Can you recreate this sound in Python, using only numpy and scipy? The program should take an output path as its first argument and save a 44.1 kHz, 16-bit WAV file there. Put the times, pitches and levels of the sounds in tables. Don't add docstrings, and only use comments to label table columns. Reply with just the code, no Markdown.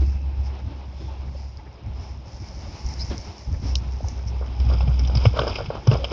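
import sys
import numpy as np
from scipy import signal
from scipy.fft import rfft, irfft
from scipy.io import wavfile

SR = 44100
rng = np.random.default_rng(int(sys.argv[2]) if len(sys.argv) > 2 else 0)


def wav_out(sig):
    wavfile.write(sys.argv[1], SR, np.round(np.clip(np.atleast_2d(sig).T, -1, 1) * 32767).astype(np.int16))


N = 269892
T = np.arange(N) / SR
BRIEF = T[:SR // 4]

# f/Hz, level/dB
GRASS_SPECTRUM = [(450, -23), (850, -7), (1300, -24), (2200, -13.5), (3300, -28.5), (4500, -14), (5250, -6),
                  (6200, -18), (7200, -28), (8000, -39.5), (9100, -37), (12000, -62.5)]


def gain_of(db):
    return 10 ** (np.asarray(db) / 20)


def unit_rms(x):
    return x / np.sqrt(np.mean(x ** 2) + 1e-20)


def follow(rows):
    return np.interp(T, *np.transpose(rows))


def add(mix, onset, sound):
    part = mix[round(onset * SR):][:len(sound)]
    part += sound[:len(part)]


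def coloured(x, spectrum, bump_hz=1000, lift_db=0, octaves=0.83):
    octave = np.log2(np.fft.rfftfreq(len(x), 1 / SR) + 1)
    hz, db = np.transpose(spectrum)
    curve_db = np.interp(octave, np.log2(hz), db, right=-120)
    bump_db = lift_db * np.exp(-((octave - np.log2(bump_hz)) / octaves) ** 2)
    return unit_rms(irfft(rfft(x) * gain_of(curve_db + bump_db), len(x)))


def wander(cutoff_hz):
    hz = np.fft.rfftfreq(N, 1 / SR)
    return unit_rms(irfft(rfft(rng.standard_normal(N)) / (1 + (hz / cutoff_hz) ** 4), N))


def grains(samples, per_s, spread_db, hiss):
    size = gain_of(spread_db * np.minimum(rng.exponential(1, samples), 4))
    clicks = size * rng.choice([-1, 1], samples) * (rng.random(samples) < per_s / SR)
    return unit_rms(clicks) + hiss * rng.standard_normal(samples)


def swell(peak_s, steep):
    u = BRIEF / peak_s
    return (u * np.exp(1 - u)) ** steep


def gust_levels():
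    # t/s, duration/s, drone level/dB, buffeting level/dB
    gusts = [(0, 0.015, -16.5, -30.5), (0.189, 0.11, -26, -37), (0.346, 0.068, -21.5, -37.5),
             (0.57, 0.06, -29, -34), (0.8, 0.11, -36.5, -44), (0.961, 0.58, -33, -42),
             (1.808, 0.37, -35.5, -38), (2.315, 0.61, -43.5, -37.5), (2.814, 0.34, -31.5, -35),
             (3.456, 0.14, -29, -28.5), (3.613, 0.14, -22.5, -32.5), (3.85, 0.14, -28, -36.5),
             (4.037, 0.078, -32, -38.5), (4.173, 0.41, -27, -34), (4.569, 0.69, -17, -26.5),
             (5.357, 0.45, -37.5, -34.5), (5.875, 0.15, -27.5, -33)]
    rise_s, fall_s, sag_db_per_s = 0.041, 0.16, 5.5
    calm_drone_db, calm_buffet_db = -50, -46
    power = gain_of([[calm_drone_db], [calm_buffet_db]]) ** 2 * np.ones(N)
    for onset, duration, drone_db, buffet_db in gusts:
        age = np.maximum(T - onset, 0)
        rise = np.minimum(age / rise_s, 1) if onset > 0.01 else 1
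        fall = np.exp(-np.maximum(age - duration, 0) / fall_s)
        envelope = rise * gain_of(-sag_db_per_s * age) * fall
        power += (gain_of([[drone_db], [buffet_db]]) * envelope) ** 2
    return 10 * np.log10(power)


def wind():
    # t/s, f/Hz
    drone_pitch = [(0, 67.94), (3.6, 63.7), (6.12, 61.82)]
    # f/Hz, level/dB
    buffet_spectrum = [(12, -46), (28, -14), (47, -0.5), (64, -4), (92, 0.5), (135, -6.5), (170, -13),
                       (260, -18.5), (420, -41), (900, -54.5)]
    # t/s, half-width/s
    lulls = [(2.785, 0.018), (3.228, 0.019), (3.361, 0.024), (3.586, 0.009), (3.84, 0.01), (4.005, 0.018)]
    gust_db, buffet_db = gust_levels()
    pitch = follow(drone_pitch) * (1 + 0.011 * wander(18))
    waver_db = 0.95 * np.clip(gust_db / -17, 1, 2.2) ** 2
    drone_db = gust_db + waver_db * np.minimum(wander(21), 1.5)
    drone = np.sqrt(2) * np.sin(2 * np.pi * np.cumsum(pitch) / SR) * gain_of(drone_db)
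    lumps_db = 3 * wander(19)
    buffeting = coloured(rng.standard_normal(N), buffet_spectrum) * gain_of(buffet_db + lumps_db)
    lull_db = -11 * sum(np.exp(-((T - centre) / half_s) ** 2) for centre, half_s in lulls)
    return gain_of(lull_db) * (drone + buffeting)


def trees():
    # t/s, level/dB
    levels = [(0, -39.5), (1.65, -43), (2.95, -38.5), (3.35, -40), (4.3, -40), (6.12, -36.5)]
    # f/Hz, level/dB
    rush_spectrum = [(120, -24.5), (200, 2.5), (267, -6.5), (399, -0.5), (469, -8), (618, -5), (867, -2),
                     (1290, -13.5), (1840, -20), (2100, -18), (2650, -14), (3110, -18), (4000, -19),
                     (5200, -29.5), (8800, -120)]
    # t/s, level/dB, f/Hz, rise time/s
    far_tones = [(1.065, -41.5, 884, 0.027), (1.34, -36.5, 562, 0.014)]
    # f/Hz, level/dB
    flutter_spectrum = [(150, -36.5), (300, 4.5), (900, -7), (1800, -10), (4000, -58.5)]
    rush = coloured(rng.standard_normal(N), rush_spectrum) * gain_of(2.5 * wander(8.4))
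    flutter = np.zeros(N)
    for hz in (319.4, 559, 835, 2290):
        band = coloured(rng.standard_normal(N), flutter_spectrum, hz, lift_db=19.5, octaves=0.21)
        flutter += band * gain_of(5.5 * wander(21.8))
    out = gain_of(follow(levels)) * (gain_of(-9) * rush + gain_of(-21) * flutter)
    for onset, db, hz, peak_s in far_tones:
        add(out, onset, gain_of(db) * np.sin(2 * np.pi * hz * BRIEF) * swell(peak_s, steep=9.6))
    return out


def rustle():
    # t/s, level/dB
    levels = [(0, -57.5), (0.12, -54.5), (0.28, -77), (0.44, -60), (0.56, -63), (1.85, -67.5),
              (2.24, -62.5), (2.33, -54), (2.55, -51.5), (3.0, -46), (3.55, -54.5), (4.5, -61)]
    # peak t/s, level/dB, half-width/s, bump f/Hz, bump height/dB
    brushes = [(0.187, -60, 0.28, 2610, 24), (0.465, -49, 0.012, 5100, 5), (1.04, -54.5, 0.078, 3350, 22.5),
               (1.409, -55, 0.095, 4760, 1.5), (2.052, -52.5, 0.066, 5450, 5),
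               (3.006, -41, 0.011, 4170, 14), (3.022, -32.5, 0.011, 5000, 20), (3.682, -43, 0.033, 5570, 7),
               (4.092, -49.5, 0.039, 6200, 10), (4.282, -43.5, 0.0093, 5740, 11)]
    clicks = grains(N, per_s=110, spread_db=3.5, hiss=0)
    ticks = coloured(clicks, GRASS_SPECTRUM, 5900, lift_db=14, octaves=0.3)
    rubbing = coloured(rng.standard_normal(N), GRASS_SPECTRUM)
    out = gain_of(follow(levels) + 1.3 * wander(15)) * (rubbing + gain_of(-4) * ticks)
    for centre, db, half_s, hz, lift_db in brushes:
        onset = max(centre - len(BRIEF) / SR, 0)
        t = onset + T[:2 * len(BRIEF)]
        contacts = grains(len(t), per_s=640, spread_db=0, hiss=1)
        tuft = coloured(contacts, GRASS_SPECTRUM, hz, lift_db, octaves=0.15)
        add(out, onset, gain_of(db) * tuft * np.exp(-((t - centre) / half_s) ** 2 / 2))
    return out


def scuffs():
    # t/s, level/dB, rise time/s, bump f/Hz
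    rubs = [(0, -36.5, 0.022, 342), (0.61, -45, 0.08, 287), (0.99, -43.5, 0.032, 374),
            (3.095, -30.5, 0.023, 210), (3.099, -42, 0.03, 760), (3.61, -37.5, 0.038, 246),
            (4.705, -38.5, 0.018, 1280), (5.354, -32.5, 0.019, 1300), (5.395, -33, 0.03, 440),
            (5.905, -30, 0.02, 213), (5.96, -36.5, 0.05, 540)]
    # f/Hz, level/dB
    rub_spectrum = [(100, 0.5), (300, 10.5), (1800, -8.5), (5300, -10), (7300, -31.5), (10000, -41)]
    out = np.zeros(N)
    for onset, db, peak_s, hz in rubs:
        contacts = grains(len(BRIEF), per_s=1800, spread_db=1, hiss=0.66)
        rub = coloured(contacts, rub_spectrum, hz, lift_db=15, octaves=0.3)
        add(out, onset, gain_of(db) * rub * swell(peak_s, steep=1.8))
    return out


def snaps():
    # t/s, level/dB, f/Hz
    fractures = [(1.572, -36, 4920), (2.864, -28.5, 5700), (3.18, -22.5, 5400), (3.7547, -12.5, 5230),
                 (3.7542, -20, 2950), (3.756, -16, 3940), (4.085, -25, 5860)]
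    out = np.zeros(N)
    for onset, db, hz in fractures:
        crack = np.sin(2 * np.pi * hz * BRIEF) * swell(2.2 / hz, steep=1.7)
        splinters = coloured(rng.standard_normal(len(BRIEF)), GRASS_SPECTRUM) * swell(0.001, steep=0.08)
        add(out, onset, gain_of(db) * (crack + gain_of(-23) * splinters))
    return signal.sosfilt(signal.butter(8, 2550, "high", fs=SR, output="sos"), out)


def thuds():
    # t/s, level/dB, f/Hz
    landings = [(2.846, -22, 50.4), (3.089, -18, 69), (3.283, -29.5, 78), (3.52, -15.5, 85.6),
                (3.629, -19, 90), (4.031, -16, 83), (4.874, -13.5, 132), (5.154, -11.5, 115),
                (5.2567, -4, 110), (5.389, -22.5, 122), (5.499, -22, 77.5), (5.676, -23, 136),
                (5.8754, -3.5, 117), (5.915, -14, 140), (5.929, -16.5, 119)]
    punch_db, punch_hz, lead_s = -15.5, 229, 0.005
    punch = gain_of(punch_db) * np.sin(2 * np.pi * punch_hz * BRIEF) * swell(0.0024, steep=1.2)
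    out = np.zeros(N)
    for onset, db, hz in landings:
        heave = -np.cos(2 * np.pi * hz * BRIEF) * swell(0.014, steep=2.9)
        add(out, onset - lead_s, gain_of(db) * punch)
        add(out, onset, gain_of(db) * heave)
    return out


def bending_stalks():
    stalk_bands = [750, 1300, 2350, 3150, 4000, 5100, 6500]
    octave = np.log2(np.fft.rfftfreq(N, 1 / SR) + 1)
    spectrum = 0
    for band in np.eye(len(stalk_bands)):
        power_share = np.interp(octave, np.log2(stalk_bands), band)
        spectrum += np.sqrt(power_share) * rfft(grains(N, per_s=200, spread_db=2.6, hiss=0.7))
    return irfft(spectrum, N)


def turf():
    # t/s, level/dB
    swish_levels = [(3.9, -63), (4.57, -52.5), (4.63, -46), (4.76, -42), (4.85, -48), (5.12, -45.5),
                    (5.24, -37), (5.35, -43), (5.405, -35.5), (5.455, -39.5), (5.495, -34), (5.64, -44),
                    (5.84, -51.5), (5.93, -36), (6.0, -50), (6.12, -39)]
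    # f/Hz, level/dB
    turf_spectrum = [(700, 2.5), (1400, -3.5), (1900, -19.5), (2250, -0.5), (2850, -5.5), (3100, -0.5),
                     (3450, -4.5), (4400, -15), (4850, 0), (5200, 1.5), (5900, -15.5), (7200, -32.5),
                     (8000, -41.5), (13000, -57)]
    # t/s, level/dB, pop and bump f/Hz
    tears = [(4.599, -30.5, 5330), (4.804, -28, 2760), (4.8734, -31, 2516), (4.991, -24.5, 5610),
             (5.048, -26.5, 3440), (5.0718, -24.5, 5750), (5.151, -20, 5230), (5.1701, -17, 4710),
             (5.2543, -13.5, 2560), (5.372, -29, 3200), (5.391, -18.5, 3850), (5.4167, -21.5, 2790),
             (5.477, -23.5, 5060), (5.494, -24, 4850), (5.555, -15.5, 2555), (5.658, -28, 2600),
             (5.8705, -21, 5780), (5.912, -19, 2900), (6.0419, -16, 3120)]
    rise_s, decay_s = 0.0037, 0.0057
    tear_envelope = (1 - np.exp(-BRIEF / rise_s)) * np.exp(-BRIEF / decay_s)
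    swish_db = follow(swish_levels) + 1.5 * wander(35)
    out = gain_of(swish_db) * coloured(bending_stalks(), turf_spectrum)
    for onset, db, hz in tears:
        ruptures = grains(len(BRIEF), per_s=3000, spread_db=5, hiss=0.7)
        crackle = coloured(ruptures, turf_spectrum, hz, lift_db=8, octaves=0.36)
        pop = np.sin(2 * np.pi * hz * BRIEF) * swell(0.003, steep=12)
        add(out, onset, gain_of(db) * crackle * tear_envelope)
        add(out, onset + 0.00091, gain_of(db - 8) * pop)
    return out


def loose_earth():
    # f/Hz, level/dB
    earth_spectrum = [(90, -11), (260, -18.5), (460, 3.5), (800, -2.5), (1400, -4.5), (1900, -27.5),
                      (3500, -27.5)]
    middle_hz, spread_octaves = 577, 1.2
    hz = middle_hz * 2 ** (spread_octaves * (rng.random() - 0.5))
    crumbs = grains(len(BRIEF), per_s=1300, spread_db=3.5, hiss=0.18)
    return coloured(crumbs, earth_spectrum, hz, lift_db=3)


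def knock(hz, earth_db):
    pulse = -np.sin(2 * np.pi * hz * BRIEF) * swell(0.0024, steep=2.9)
    return pulse + gain_of(earth_db) * loose_earth() * swell(0.0022, steep=0.6)


def hooves():
    # t/s, knock level/dB, knock f/Hz, thrown soil level/dB
    blows = [(4.004, -31, 627, -59), (4.042, -29, 790, -50), (4.41, -27, 479, -42),
             (4.698, -25.5, 590, -37), (4.719, -28, 513, -43), (4.804, -25.5, 810, -45),
             (4.873, -27.5, 680, -41), (5.094, -25, 500, -44), (5.148, -28, 590, -47),
             (5.251, -13.5, 516, -60), (5.337, -25.5, 545, -36), (5.367, -20, 650, -41),
             (5.387, -10, 560, -31.5), (5.392, -19.5, 583, -37.5), (5.413, -14.5, 466, -40.5),
             (5.433, -18, 485, -53), (5.446, -20, 583, -45), (5.467, -15, 530, -36),
             (5.474, -15.5, 538, -41), (5.584, -18, 570, -37), (5.603, -20, 553, -49),
             (5.701, -17.5, 566, -36), (5.7497, -21, 513, -39), (5.87, -18.5, 354, -36),
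             (5.912, -15, 440, -30), (5.943, -28, 386, -48), (5.952, -18.5, 566, -44),
             (6.04, -22.5, 563, -48), (6.114, -20.5, 490, -48)]
    # f/Hz, level/dB, T60/s
    modes = [(443, -7, .09), (530, -6, .05), (760, -6, .015), (947, -4, .03), (1122, 0, .04),
             (1300, -9, .025), (1485, -3, .035), (3085, -11, .035)]
    cushion_s, flight_s = 0.00085, 0.021
    ring = sum(gain_of(db - 60 * BRIEF / t60) * np.sin(2 * np.pi * hz * BRIEF) for hz, db, t60 in modes)
    ring *= 1 - np.exp(-(BRIEF / cushion_s) ** 2)
    ring /= abs(ring).max()
    out = np.zeros(N)
    for onset, db, hz, soil_db in blows:
        earth_db = -7.5 + 0.23 * db
        ring_db = 13.5 + 2.65 * db
        add(out, onset + 0.001365, gain_of(db) * knock(hz, earth_db))
        add(out, onset + 0.00221, -gain_of(ring_db) * ring)
        add(out, onset, gain_of(soil_db) * loose_earth() * swell(flight_s, steep=1.7))
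    return out


def scene():
    return (wind() + trees() + rustle() + scuffs() + snaps() + thuds() + turf() + hooves())[None]


def record(dry):
    hz = np.fft.rfftfreq(N, 1 / SR)
    response_db = np.interp(hz, [7000, 7900, 8800], [0, -12, -3])
    heard = irfft(rfft(dry) * gain_of(response_db), N)
    low_pass = signal.firwin(255, cutoff=15500, window=("kaiser", 8), fs=SR)
    return signal.oaconvolve(heard, low_pass[None], "same")


dry = scene()
out = record(dry)
wav_out(out)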